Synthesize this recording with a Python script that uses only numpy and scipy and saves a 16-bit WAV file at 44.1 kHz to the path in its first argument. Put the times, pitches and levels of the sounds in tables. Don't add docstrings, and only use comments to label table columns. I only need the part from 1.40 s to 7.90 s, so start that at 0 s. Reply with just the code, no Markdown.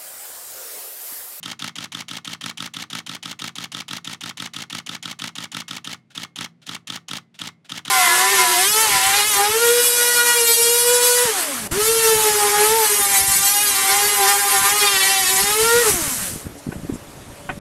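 import sys
import numpy as np
from scipy import signal
from scipy.fft import rfft, irfft
from scipy.io import wavfile
from scipy.ndimage import uniform_filter1d

SR = 44100
rng = np.random.default_rng(int(sys.argv[2]) if len(sys.argv) > 2 else 0)


def bounce(signal):
    frames = np.transpose(np.atleast_2d(signal))
    limited = np.clip(frames, -1, 1)
    pcm = np.round(limited * 32767).astype(np.int16)
    wavfile.write(sys.argv[1], SR, pcm)


def invert_db(x):
    u = np.asarray(x, float) / 20
    return 10 ** u


N = 286650

# f/Hz, level/dB
AIR_COLOUR = [(40, -33.5), (80, -12.5), (130, 8), (250, 2), (500, -11.5), (1000, -19.5), (2500, -23.5),
              (5000, -32.5), (11000, -45), (13000, -64)]
# f/Hz, t60/s
ROOM_DECAY = [(300, 0.34), (1500, 0.19), (4000, .16), (12000, 0.15)]
# f/Hz, level/dB, t60/s, polarity
DESK_MODES = [(99.2, -7, 0.22, -0.99), (131.2, -14, 0.32, 1), (158, -4, 0.09, 0.95),
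              (168.5, -14.5, 0.64, 0.61), (228.2, 0.5, 0.056, -0.9), (225.5, -24.5, 0.63, -1.25),
              (284.4, -4, 0.044, 0.96), (307, -22, 0.27, 0.99), (348.3, -25.5, 0.28, 0.56)]

# f/Hz, level/dB
LATCH_COLOUR = [(240, -47), (400, -27), (964, -6.5), (2400, -6), (3070, 4), (4950, -10), (7170, -1),
                (8240, -20.5), (9610, -11.5), (16000, -26)]
LEVER_COLOUR = [(240, -48), (400, -24.5), (839, -6), (1840, -7.5), (3070, 5), (3870, -6), (5270, -9),
                (6540, -13), (8900, -9.5), (9610, -10), (16000, -39)]
MIRROR_COLOUR = [(240, -42), (400, -8.5), (742, -16), (1380, -2), (2320, -12.5), (2900, -3), (4200, -10),
                 (5030, -6.5), (7060, -14.5), (8900, -14), (10700, -17), (16000, -30)]
CURTAIN_COLOUR = [(240, -13.5), (400, -10), (900, -9.5), (1400, 2), (2220, 0.5), (3160, -1), (5430, 0),
                  (6340, -6), (6950, -3), (7400, -12), (10500, -8.5), (16000, -25)]
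RETURN_COLOUR = [(240, -47.5), (400, -19), (528, -16), (777, -11), (1200, -12.5), (2250, -3), (2510, -8),
                 (2970, 5.5), (3260, -5), (3530, -3), (10500, -16), (16000, -25)]
CATCH_COLOUR = [(240, -51), (400, -5), (579, -6.5), (1180, 8), (2180, 3), (2710, -5), (3260, 4.5),
                (4650, -13.5), (5780, -7), (16000, -35.5)]
GEAR_COLOUR = [(240, -29.5), (400, -10), (528, -12.5), (1600, -7.5), (1870, -2), (2430, -8), (3120, -0.5),
               (4880, -9), (6440, -9.5), (8500, -19), (13300, -26), (15300, -28), (16000, -57.5)]
WAKE_COLOUR = [(240, -48), (400, -33), (545, -7.5), (1250, -15), (1380, -4), (1760, -10), (3470, -3.5),
               (4730, -11), (8900, -18), (16000, -37)]

# t/ms into the frame, level/dB, direction
SWING_JOLTS = [
    (12.17, -35.5, 0.84),
    (23.18, -45, 0.82),
]
MIRROR_JOLTS = [
    (26.773, -29.5, 0.99),
    (33.39, -33.5, 0.74),
]
CURTAIN_JOLTS = [
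    (47.34, -28, -1.15),
]
WIND_JOLTS = [
    (63.39, -33.5, 0.9),
    (72.66, -36, -0.92),
    (81.78, -33, -1.09),
    (88.2, -36, -0.65),
    (99.2, -44.5, 0.89),
]

# t/ms into the frame, f/Hz, peak level/dB, t60/ms
MIRROR_KNOCKS = [
    (29.02, 3410, -15, 8.7),
    (29.7, 3770, -18, 11.8),
    (29.4, 1310, -28, 31.5),
]
CURTAIN_KNOCKS = [
    (50.8, 1310, -22, 25.7),
    (51.37, 886, -36.5, 43),
    (51.4, 587, -43.5, 53),
]
RETURN_KNOCKS = [
    (86, 818, -28, 25.3),
    (86.8, 2210, -25.5, 30),
    (87.7, 1700, -34, 26),
    (100.63, 1030, -36, 25),
]

# t/ms at start, full, let go and stop, level/dB
WINDING = [
    (0, 2.5, 34.3, 59, -41),
    (30, 44, 45, 75, -41.5),
    (47, 62.2, 75.4, 98, -35),
    (75.5, 84, 93, 110, -42),
    (95, 94, 108, 120, -57.5),
]
WAKING = [
    (-47, -43.5, -28, -16, -52),
    (-30, -25, -15.5, 0, -59),
    (-8, -2, 3, 7, -55),
    (1, 0.5, 0, 7, -49),
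]

# t/ms into the frame, peak level/dB, rise/ms, t60/ms, extra treble/dB
LATCH_BLOWS = [
    (-3, -47.5, 1, 74, -19),
    (0, -26.5, 0.41, 9.5, 2),
    (1.44, -27.5, 0.56, 12, -2.5),
]
LEVER_BLOWS = [
    (5.8, -29.5, 0.42, 18, 1),
    (6.6, -34.5, 0.23, 12, 11.5),
    (8.0, -29.5, 0.84, 16, -6.5),
    (10.3, -33, 0.4, 25, -7.5),
]
MIRROR_BLOWS = [
    (26.65, -31.5, 1, 21.6, 4.5),
    (29.08, -31, 0.34, 14, -1.5),
    (30.4, -28, 0.44, 23, -1.5),
]
CURTAIN_BLOWS = [
    (49.78, -20.5, .4, 9, 6.5),
    (51.66, -21.5, 0.42, 15.4, -2.5),
    (52.26, -21.5, 0.69, 12.6, -4.5),
]
CAM_BLOWS = [
    (44.3, -40.5, 0.56, 14, 3.5),
    (58.35, -37.5, 0.75, 18, 8.5),
    (71.1, -29.5, 0.95, 11, -1),
    (71.3, -34.5, .4, 26, 9),
    (83.5, -32.5, 0.91, 9.3, 7),
]
RETURN_BLOWS = [
    (84.3, -23.5, 0.2, 8.6, 7),
    (86.56, -22, 0.17, 15, -2),
    (88.5, -22, 0.84, 13.9, 5.5),
    (90.4, -27.5, 0.27, 25, -5.5),
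]
CATCH_BLOWS = [
    (100.15, -33.5, 0.21, 39.6, 11.5),
    (103.8, -41, 1, 51, -8.5),
]

# t/s, mirror shift/ms, curtain level/dB, first spring level/dB
BURST = [(0.0296, -0.21, -7.5, -72), (0.1928, 0.37, -0.6, -63), (0.3562, -0.45, -9, -72),
         (0.5201, -0.42, -9, -74), (0.6832, -0.18, -7, -70), (0.8471, 0.051, -10, -79),
         (1.0104, 0.42, -0.2, -80), (1.1739, 0.54, -2.5, -82), (1.3373, 0.84, -9.5, -76),
         (1.501, 1, -0.3, -76), (1.6643, 0.79, -8, -75), (1.8276, 0.43, -10, -78),
         (1.9914, -0.75, -0.9, -82), (2.1551, -0.35, -9, -70), (2.3185, -0.25, -6.5, -81),
         (2.4817, -0.43, -0.6, -71.5), (2.6456, -0.36, -7.5, -81), (2.8088, -0.6, -4.5, -74),
         (2.9721, -0.22, -2, -77), (3.1359, -0.62, -7, -67), (3.2993, -0.51, -0.5, -71),
         (3.4635, -0.016, -10.5, -72), (3.627, 0.0044, -7.5, -75), (3.7902, 0.35, -0.5, -67.5),
         (3.9542, 0.1, -9, -67.5), (4.1177, 0.15, -0.5, -62.5), (4.281, 0.27, -8, -83)]
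# t/s, mirror shift/ms, curtain level/dB, first spring level/dB, second spring level/dB
UNEVEN = [
    (4.4442, 0.07, -10, -68, -76),
    (4.7479, 0.1, -11, -65, -100),
    (4.9591, -0.67, -0.6, -79, -74),
    (5.263, -0.15, -9, -80, -77),
    (5.4726, -0.37, -8, -74, -76),
    (5.6832, -0.35, -0.9, -79, -70),
    (5.9876, -0.52, -9.5, -67, -70.5),
    (6.2908, 0.083, -14, -75, -79.5),
    (6.4505, 0.43, -3, -80, -72),
]
SHOTS = np.array([row[:4] for row in BURST + UNEVEN])
MIRROR_DB = 1.33


def read(points, hz):
    f, value = np.transpose(points)
    return np.interp(np.log(hz + 1), np.log(f + 1), value)


def colour(x, spectrum):
    hz = abs(np.fft.fftfreq(4096, 1 / SR))
    gain = np.log(invert_db(np.maximum(read(spectrum, hz), -90)))
    phase = -signal.hilbert(gain).imag
    taps = np.fft.ifft(np.exp(gain + 1j * phase)).real[:1024]
    return signal.oaconvolve(x, taps / np.linalg.norm(taps))[:len(x)]


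def add(mix, s, sound):
    at = round(s * SR)
    sound = sound[max(-at, 0):]
    part = mix[max(at, 0):][:len(sound)]
    part += sound[:len(part)]


def background():
    return invert_db(-61) * colour(rng.standard_normal(N), AIR_COLOUR)


def room(x):
    taps = np.zeros(SR // 2)
    at = np.arange(200, SR // 2 - 20, 20)
    taps[at + rng.integers(0, 20, len(at))] = rng.choice([-1., 1.], len(at))
    hz, t, z = signal.stft(taps, SR, nperseg=256)
    decay = invert_db(-60 * t / read(ROOM_DECAY, hz)[:, None])
    tail = signal.istft(z * decay, SR, nperseg=256)[1]
    return signal.oaconvolve(x, tail / np.linalg.norm(tail))[:N]


def desk():
    lead_s = 0.5
    earlier = (SHOTS[0, 0] * 2 - SHOTS[1, 0], 0, 0, 0)
    s, shift_ms, curtain_db, _ = np.vstack([earlier, SHOTS]).T
    force = np.zeros(N + SR)
    sources = ((SWING_JOLTS + WIND_JOLTS, s, 0 * s),
               (CURTAIN_JOLTS, s, curtain_db),
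               (MIRROR_JOLTS, s + shift_ms / 1000, MIRROR_DB + 0 * s))
    for jolts, starts, gains_db in sources:
        for at_ms, db, way in jolts:
            at = np.round((starts + lead_s + at_ms / 1000) * SR).astype(int)
            np.add.at(force, at, way * invert_db(db + gains_db))
    t = np.arange(SR // 2) / SR
    ring = np.zeros(len(t))
    for hz, db, t60, way in DESK_MODES:
        ring += way * invert_db(db - 60 * t / t60) * np.sin(2 * np.pi * hz * t)
    wood = signal.oaconvolve(force, ring)
    for _ in range(2):
        wood = signal.lfilter(*signal.butter(1, 150, "high", fs=SR), wood)
    return wood[SR // 2:][:N]


def springs():
    whine_hz, t60 = (2148, 2030, 1863), 0.33
    t, starts = np.arange(N) / SR, SHOTS[:, 0] + 0.1
    weak_db = (-80, -82.5) + 2 * rng.standard_normal((len(SHOTS), 2))
    weak_db[len(BURST):, 0] = [row[-1] for row in UNEVEN]
    whine_db = np.c_[SHOTS[:, -1], weak_db]
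    frame = np.maximum(np.searchsorted(starts, t) - 1, 0)
    age = ((t - starts[frame]) % 1)[:, None]
    level = invert_db(whine_db[frame] - 60 * (age - 0.04) / t60) * np.minimum(age / 0.01, 1)
    level = uniform_filter1d(level, size=200, axis=0)
    return np.sqrt(2) * (level * np.sin(2 * np.pi * np.outer(t, whine_hz))).sum(1)


def rattle(strokes, spectrum, starts, teeth_per_s, spread_db):
    edge_db = -18
    ms = np.arange(-50, 120, 1000 / SR)
    power = np.zeros(len(ms))
    for *corners, db in strokes:
        swell_db = np.interp(ms, np.sort(corners), [edge_db, 0, 0, edge_db], -99, -99)
        power += invert_db(db + swell_db) ** 2
    level = np.zeros(N)
    for s in starts:
        add(level, s + ms[0] / 1000, np.sqrt(power))
    is_tooth = rng.random(N) < teeth_per_s / SR
    size_db = np.minimum(rng.exponential(1, N), 4) * spread_db
    teeth = is_tooth * invert_db(size_db) * rng.standard_normal(N)
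    return colour(level * teeth / np.std(teeth), spectrum)


def knocks(plates, starts, gains_db):
    ms, out = np.arange(2500) / SR * 1000, np.zeros(N)
    for at_ms, hz, db, t60_ms in plates:
        swell = np.sin(np.pi / 2 * np.minimum(ms / 1.3, 1)) ** 2
        shape = invert_db(db - 60 * ms / t60_ms) * swell
        drifts = rng.normal(1, 0.018, len(starts))
        for s, gain_db, drift in zip(starts, gains_db, drifts):
            tone = np.sin(2 * np.pi * hz * drift * ms / 1000)
            add(out, s + at_ms / 1000, invert_db(gain_db) * shape * tone)
    return out


def strikes(blows, spectrum, starts, gains_db, alike):
    tick = 2.88
    ms, body, treble = np.arange(2000) / SR * 1000, np.zeros(N), np.zeros(N)
    for at_ms, db, rise_ms, t60_ms, treble_db in blows:
        shape = invert_db(db - 60 * ms / t60_ms) * np.minimum(ms / rise_ms, 1)
        habit = rfft(rng.standard_normal(len(ms)) * shape)
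        even = np.sqrt(uniform_filter1d(abs(habit) ** 2, size=11))
        habit = irfft(habit / even) * np.linalg.norm(shape) * (ms < 30)
        habit[round(rise_ms * SR / 1000)] += tick * shape.max()
        fresh = rng.standard_normal((len(starts), len(ms))) * shape
        for s, gain_db, chance in zip(starts, gains_db, fresh):
            blow = invert_db(gain_db) * (alike * habit + np.sqrt(1 - alike ** 2) * chance)
            add(body, s + at_ms / 1000, blow)
            add(treble, s + at_ms / 1000, blow * invert_db(treble_db - 2.83 * ms))
    low = signal.butter(2, 6500, "low", fs=SR, output="sos")
    high = signal.butter(2, 6500, "high", fs=SR, output="sos")
    return colour(signal.sosfilt(low, body) - signal.sosfilt(high, treble), spectrum)


def camera():
    loose, firm = 0.75, 0.9
    s, shift_ms, curtain_db, _ = SHOTS.T
    woken = np.diff(s, prepend=0) > 0.25
    luck = rng.standard_normal((len(s), 2))
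    mirror_db = MIRROR_DB + 0.5 * luck[:, 0]
    return_db = -2.13 - 0.27 * luck[:, 1]
    trip = s + woken * 3.6 / 1000
    slap, even = s + shift_ms / 1000, 0 * s
    return (strikes(LATCH_BLOWS, LATCH_COLOUR, trip, -3 * woken, loose)
            + strikes(LEVER_BLOWS, LEVER_COLOUR, trip, -3 * woken, loose)
            + strikes(MIRROR_BLOWS, MIRROR_COLOUR, slap, mirror_db, firm)
            + strikes(CURTAIN_BLOWS, CURTAIN_COLOUR, s, 1.1 * curtain_db, firm)
            + strikes(CAM_BLOWS, GEAR_COLOUR, s, even, loose)
            + strikes(RETURN_BLOWS, RETURN_COLOUR, s, return_db, firm)
            + strikes(CATCH_BLOWS, CATCH_COLOUR, s, even, firm)
            + knocks(MIRROR_KNOCKS, slap, mirror_db)
            + knocks(CURTAIN_KNOCKS, s, 0.75 * curtain_db)
            + knocks(RETURN_KNOCKS, s, return_db)
            + rattle(WINDING, GEAR_COLOUR, s, 6000, 2.5)
            + rattle(WAKING, WAKE_COLOUR, s[woken], 12000, 1.4))


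def scene():
    body = signal.sosfilt(signal.butter(2, 430, "high", fs=SR, output="sos"), camera())
    heard = body + invert_db(-19.5) * room(body) + springs()
    frame = round((SHOTS[1, 0] - SHOTS[0, 0]) * SR)
    quiet = round(SHOTS[0, 0] * 0.85 * SR)
    fade = np.hanning(2 * quiet)[quiet:] ** 0.25
    add(heard, 0, heard[frame:frame + quiet] * fade)
    return (heard + desk() + background())[None]


def band_limit(x):
    return signal.sosfilt(signal.butter(12, 16800, fs=SR, output="sos"), x)


def record(dry):
    x = signal.sosfilt(signal.butter(3, 60, "high", fs=SR, output="sos"), dry)
    lowpass = signal.firwin(601, 16100, window=("kaiser", 9), fs=SR)
    x = signal.oaconvolve(x, lowpass[None], "same")
    return band_limit(x)


dry = scene()
out = record(dry)
bounce(out)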